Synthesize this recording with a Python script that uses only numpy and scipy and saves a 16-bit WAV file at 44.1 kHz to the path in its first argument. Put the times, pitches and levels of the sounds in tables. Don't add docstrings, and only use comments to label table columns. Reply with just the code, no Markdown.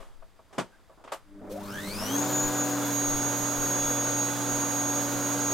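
import sys
import numpy as np
from scipy import signal
from scipy.fft import rfft, irfft, next_fast_len
from scipy.io import wavfile
from scipy.ndimage import uniform_filter1d

SR = 44100
rng = np.random.default_rng(int(sys.argv[2]) if len(sys.argv) > 2 else 0)


def to_wav(sig):
    pcm = np.clip(np.atleast_2d(sig), -1, 1) * 32767
    pcm = np.round(pcm).astype(np.int16)
    wavfile.write(sys.argv[1], SR, pcm.T)


N = 243873
T = np.arange(N) / SR

# time_s, speed_hz
SHAFT_SPEED = [(1.22, 0), (1.35, 9), (1.565, 51), (1.62, 80), (1.7, 118), (1.95, 211), (2.1, 269),
               (2.17, 286), (2.24, 292.6), (2.34, 294.7), (2.93, 287.1), (5.53, 287.0)]
FULL_SPEED_HZ = SHAFT_SPEED[-1][1]
CUTTER_RATIO, MAINS_HZ = 3 / 14, 50.2
SIDES = np.array([[1], [-1]])


def from_db(db):
    return 10 ** (np.asarray(db) / 20)


def rms_one(x):
    return x / np.sqrt(np.mean(x ** 2) + 1e-20)


def in_time(rows):
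    times, *columns = np.transpose(rows)
    return [np.interp(T, times, column) for column in columns]


def at_hz(points, hz):
    table_hz, value = np.transpose(points)
    return np.interp(np.log(np.maximum(hz, 1)), np.log(table_hz), value)


def swell(peak_s, half_width_s):
    return np.exp(-((T - peak_s) / half_width_s) ** 2)


def below(effort, share):
    return .5 - .5 * np.tanh((effort / share - 1) * 50)


def drift(rate_hz):
    hop, settle = 40, 2000
    pole = np.exp(-2 * np.pi * rate_hz * hop / SR)
    white = rng.standard_normal(N // hop + settle + 2)
    slow = signal.lfilter([1], [1, -2 * pole, pole * pole], white)[settle:]
    return np.interp(np.arange(N) / hop, np.arange(len(slow)), rms_one(slow))


def noise(spectrum, size=N):
    # frequency_hz, correlation
    likeness = [(25, -0.5), (70, -0.51), (300, 0.62), (1000, 0.85), (2500, 0.79), (7000, 0.64),
                (14000, 0.61)]
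    length = next_fast_len(size)
    hz = np.fft.rfftfreq(length, 1 / SR)
    mid, side = rfft(rng.standard_normal((2, length)))
    alike = at_hz(likeness, hz)
    pair = np.sqrt(1 + alike) * mid + np.sqrt(1 - alike) * side * SIDES
    return rms_one(irfft(pair * from_db(at_hz(spectrum, hz)), length)[:, :size])


def tone(turns):
    return np.sqrt(2) * np.sin(2 * np.pi * (turns % 1))


def pan(x, left_over_right_db):
    return x * from_db(SIDES * left_over_right_db / 2)


def partials(turns, table, waver_db, rate_hz):
    out = 0
    for multiple, db in table:
        gain = from_db(db + waver_db * drift(rate_hz))
        out += gain * tone(multiple * turns + rng.random() + waver_db / 60 * drift(rate_hz))
    return out


def knock(start_s, level_db, low_hz, high_hz, t60_s, ring_db):
    # pitch_hz, level_db, t60_s
    modes = [(190, 0, 0.15), (544, -4.5, 0.14), (647, 2, 0.12), (736, -25, 0.16), (927, -5, 0.072),
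             (1138, -3, 0.1), (1268, -6, 0.063), (1530, -20, 0.14), (2340, -24, .1), (3500, -32, 0.088)]
    # frequency_hz, relative_db
    clatter_spectrum = [(60, -30), (100, 0.5), (200, 0.5), (340, 0), (550, -1), (980, -3.5), (1270, -5.5),
                        (1940, -14), (2590, -16), (3300, -16), (3900, -21), (8360, -21), (13900, -27),
                        (15900, -40)]
    size = SR // 2
    t = T[:size]
    hz, mode_db, ring_s = np.transpose(modes)[:, :, None]
    strength = from_db(mode_db + 2.1 * rng.standard_normal(hz.shape)) * rng.choice([-1, 1], hz.shape)
    ring = np.sum(strength * from_db(-60 * t / ring_s) * np.sin(2 * np.pi * hz * t), axis=0)
    attack = 1 - np.exp(-t / 0.00099)
    yard_tail = from_db(-35 - 60 * t / 0.92)
    clatter = noise(clatter_spectrum, size) * attack * (from_db(-60 * t / t60_s) + yard_tail)
    low_cut = signal.butter(2, low_hz, "high", fs=SR, output="sos")
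    high_cut = signal.butter(2, high_hz, fs=SR, output="sos")
    contact = signal.sosfilt(np.vstack([low_cut, high_cut]), clatter + from_db(ring_db) * ring)
    out, at = np.zeros((2, N + SR)), round(start_s * SR)
    out[:, at:at + size] = from_db(level_db) * contact
    return out[:, :N]


def rustle_and_knocks():
    # start_s, level_db, low_hz, high_hz, t60_s, ring_db
    rustle_and_taps = [(0.002, -48, 300, 12200, 0.51, 0), (0.026, -43, 600, 4000, 0.056, -7),
                       (0.224, -43, 550, 1600, 0.052, -8.5), (0.391, -45, 520, 1300, 0.059, -8),
                       (0.507, -52, 450, 1200, .05, -4), (0.527, -47.5, 280, 9500, 0.65, -15),
                       (0.896, -51, 450, 1310, 0.26, -0.5), (0.974, -52, 300, 1200, 0.55, -17),
                       (1.039, -44.5, 280, 7000, 0.19, -7), (1.075, -40, 550, 3520, 0.21, -11)]
    # start_s, level_db, low_hz, high_hz, ring_db
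    clunks = [(0.5822, -23.5, 95, 8000, -10), (1.1207, -29, 605, 13900, -3.5)]
    catch_s, bounce_s, t60_s = 0.0023, 0.0135, 0.12
    out = sum(knock(*row) for row in rustle_and_taps)
    for start_s, db, low_hz, high_hz, ring_db in clunks:
        out += knock(start_s - catch_s, db - 3, low_hz, high_hz / 2, t60_s, ring_db - 6)
        out += knock(start_s, db, low_hz, high_hz, t60_s, ring_db)
        out += knock(start_s + bounce_s, db - 4, low_hz, high_hz, t60_s, ring_db - 11)
    return out


def garden():
    # frequency_hz, relative_db
    air_spectrum = [(24, -28), (40, -6.5), (225, -23.5), (1240, -27.5), (2970, -37), (3720, -35),
                    (4210, -40), (4900, -35.5), (5280, -41.5), (7690, -41), (15900, -50)]
    # peak_s, level_db, half_width_s
    gusts = [(0.062, -46, .08), (1.485, -52, 0.05), (2.46, -37, .04), (3.14, -51, .05), (3.622, -41, 0.061),
             (3.868, -44, 0.087), (4.51, -49, 0.046)]
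    puffs = sum(from_db(db) * swell(peak_s, half_width_s) for peak_s, db, half_width_s in gusts)
    wind = from_db(-63 + 8 * drift(2.1)) + puffs
    rumble = noise([(5, -10), (15, 1), (30, -13), (60, -30), (200, -60), (1000, -100)])
    return from_db(-60.5) * noise(air_spectrum) + pan(wind * rumble, 6.2)


def squeak():
    pitch_hz = 1590 * (1 + .03 * drift(120))
    return from_db(-61) * swell(peak_s=0.744, half_width_s=.022) * tone(np.cumsum(pitch_hz) / SR)


def scattered(turns, wet, rate_hz):
    delays = [.004, .009, .016, .024, .035]
    out = tone(turns + .035 * SIDES)
    for delay_s in delays:
        echo = tone(np.interp(T - delay_s, T, turns))
        out += wet * echo * (drift(rate_hz) + 0.4 * drift(rate_hz) * SIDES)
    return out / np.sqrt(1 + len(delays) * wet ** 2)


def flutter(strain, depth):
    swing = depth * strain
    pull = (tone(2 * MAINS_HZ * T) + drift(71)) / np.sqrt(2)
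    return (1 + swing * pull) / np.sqrt(1 + swing ** 2)


def motor(shaft, speed_hz, effort, strain):
    # mains_multiple, relative_db
    hum_lines = [(2, -13), (4, -3), (8, -9), (10, -32), (12, -10.5)]
    # time_s, level_db
    unbalance_levels = [(2.02, -44), (2.14, -29), (2.32, -36), (2.78, -32.5), (3.41, -38.5), (5.41, -35),
                        (5.53, -37)]
    # pitch_hz, level_db
    resonances = [(100, -82), (300, -38), (440, -45.5), (610, -38.5), (760, -47), (1150, -54.5),
                  (1390, -48), (1580, -48), (1760, -41), (1950, -51), (2300, -51), (2900, -54.5),
                  (3150, -49), (3400, -48), (3445, -56)]
    # shaft_multiple, level_db
    shaft_orders = [(2, -48.4), (3, -48.3), (4, -64.7), (5, -54.9), (13, -63.2), (14, -60.6), (20, -64.7),
                    (21, -65.9), (24, -60.6), (25, -61.4), (26, -65.3), (28, -67.2), (47, -74.9),
                    (48, -76.9)]
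    switch_on_s, ramp_s, rotor_slots = 1.214, 0.35, 12
    ramp = np.clip((T - switch_on_s) / ramp_s, 0, 1)
    hum = from_db(-40.5) * ramp ** 1.8 * partials(MAINS_HZ * T, hum_lines, waver_db=2.5, rate_hz=39)
    hum += ramp * partials(MAINS_HZ * T, [(6, -47)], waver_db=3.5, rate_hz=7)
    unbalance_db = in_time(unbalance_levels)[0] + 0.5
    unbalance = from_db(unbalance_db) * effort ** 1.2 * tone(shaft + .022 * SIDES)
    slots = scattered(rotor_slots * shaft, wet=.4 + .45 * strain, rate_hz=2.8)
    slots *= flutter(strain, depth=0.18)
    slot_db = at_hz(resonances, rotor_slots * speed_hz) + 3.7 * strain
    overtones = effort ** 6 * partials(shaft, shaft_orders, waver_db=2.5, rate_hz=1.8)
    return strain * hum + unbalance + ramp ** 3 * from_db(slot_db) * slots + overtones


def rush_and_hiss(cutter, effort):
    # frequency_hz, relative_db
    rush_spectrum = [(15, -110), (40, -88), (70, -70.5), (150, -71.0), (220, -64.0), (330, -67.0),
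                     (530, -62.0), (700, -68.5), (920, -65.5), (1500, -67.0), (1850, -73.0), (2400, -78.5),
                     (3500, -97), (6000, -115)]
    # frequency_hz, relative_db
    hiss_spectrum = [(1200, -100), (2400, -78.5), (3500, -76.5), (4900, -78), (6500, -76.5), (7600, -79),
                     (9500, -79), (11500, -81.5), (13300, -78.5), (15500, -85.5)]
    beat = np.cos(4 * np.pi * (cutter - np.interp(1.525, T, cutter)))
    rush_db = -36.5 - 3.5 * below(effort, 0.8) + 1.4 * beat + 0.89 * drift(31)
    rush = effort ** 0.9 * from_db(rush_db) * noise(rush_spectrum)
    fizz_db = 9 * swell(peak_s=1.518, half_width_s=0.04)
    hiss_db = -39.5 - 11 * below(effort, 0.131) + (3 - 1.64 * effort) * beat + .5 * drift(23)
    hiss = effort ** 1.29 * from_db(hiss_db + fizz_db) * noise(hiss_spectrum)
    return rush + hiss


def cutter_jolts(count=4):
    first_s, gap_s = 1.416, 0.028
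    times = first_s + gap_s * (np.arange(count) + .11 * rng.standard_normal(count))
    judder = sum(knock(s, level_db=-42.5, low_hz=330, high_hz=855, t60_s=0.25, ring_db=-12) for s in times)
    rattle = knock(start_s=2.021, level_db=-33, low_hz=510, high_hz=2970, t60_s=0.093, ring_db=-2)
    return judder + rattle


def fan(shaft, speed_hz, effort, strain):
    # time_s, level_db, left_over_right_db
    whine_path = [(2.1, -42.5, 4.0), (2.18, -32.5, 0.5), (2.48, -30, 3.5), (2.5, -39.5, 0),
                  (2.59, -30.5, -3), (2.76, -38, 7), (2.79, -41, -8), (2.94, -32.5, -7.5),
                  (3.14, -29, -2.0), (3.53, -34, -8.0), (3.66, -30, -2.5), (4.23, -30.5, -3.5),
                  (4.37, -41.5, -13), (4.5, -30.5, -5), (4.72, -35, -8.0), (4.81, -31, -2.5),
                  (5.14, -35, -8), (5.53, -29, -3)]
    # offset_in_cutter_multiples, relative_db
    sideband_lines = [(-9, -15.5), (-6, -24), (-3, -22.5), (3, -19), (6, -25.5), (9, -23)]
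    # frequency_hz, gain_db
    cowl = [(6100, -1.5), (6180, 3), (6240, 5.5), (6320, 3.5)]
    # time_s, level_db
    octave_levels = [(2.3, -46), (2.8, -50.5), (3.6, -44.5), (4.2, -59), (5.0, -52.5)]
    blade_count, knee = 23, 0.77
    blades = blade_count * shaft
    full_db, side_db = in_time(whine_path)
    level_db = full_db + 0.26 + 3.1 * 20 * np.log10(np.clip(effort / knee, 1e-6, 1))
    smear = .6 * strain
    whine = pan(scattered(blades, wet=0.015 + smear, rate_hz=7.8), side_db)
    whine *= flutter(strain, depth=0.18) * from_db(level_db + 2.85 * strain * drift(9))
    sidebands = 0
    for offset, db in sideband_lines:
        order = blade_count + offset * CUTTER_RATIO
        gain = from_db(db + at_hz(cowl, order * speed_hz) + drift(2.9))
        sidebands += gain * tone(order * shaft + rng.random())
    skirt = np.array([drift(380) * tone(blades + side / 2 * rng.random()) for side in range(2)])
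    smoothed_db = np.minimum(uniform_filter1d(level_db, size=SR // 4), -33)
    surround = from_db(smoothed_db - 3.5) * (sidebands + from_db(-9.5) * skirt)
    octave = effort ** 1.8 * scattered(2 * blades, wet=0.48 + smear, rate_hz=4.4)
    octave *= from_db(in_time(octave_levels)[0]) * flutter(strain, depth=0.43)
    return whine + surround + octave


def cutter_drone(cutter, speed_hz, effort):
    # cutter_multiple, level_db
    orders = [(1, -97), (2, -41.5), (3, -52.5), (4, -49), (6, -50), (8, -47.5), (10, -49), (12, -45.5),
              (16, -54), (18, -57), (20, -57.5), (22, -55), (24, -53.5), (26, -55)]
    deep = partials(cutter + .028 * SIDES, orders[:2], waver_db=.8, rate_hz=5)
    bright = partials(cutter, orders[2:], waver_db=1.5, rate_hz=6)
    overshoot_db = 0.65 * np.maximum(speed_hz - FULL_SPEED_HZ, 0)
    return effort ** 4.5 * (from_db(0.5) * deep + from_db(overshoot_db) * bright)


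def scene():
    # time_s, strain_0_to_1
    strain_curve = [(1.22, 1), (2.0, 0.91), (2.15, 0.72), (2.3, 0.44), (2.5, 0.12)]
    strain = in_time(strain_curve)[0]
    speed_hz = np.maximum(uniform_filter1d(in_time(SHAFT_SPEED)[0], size=2200), 0)
    speed_hz *= 1 + 0.000485 * drift(3.37)
    effort = speed_hz / FULL_SPEED_HZ
    shudder = .008 * strain * drift(70)
    shaft = np.cumsum(speed_hz) / SR + shudder
    cutter = CUTTER_RATIO * shaft
    machine = fan(shaft, speed_hz, effort, strain) + motor(shaft, speed_hz, effort, strain)
    machine += cutter_drone(cutter, speed_hz, effort) + rush_and_hiss(cutter, effort)
    return machine + cutter_jolts() + rustle_and_knocks() + squeak() + garden()


def record(dry):
    cutoff_hz = 15850
    return signal.sosfilt(signal.ellip(12, .2, 80, cutoff_hz, fs=SR, output="sos"), dry)


dry = scene()
out = record(dry)
to_wav(out)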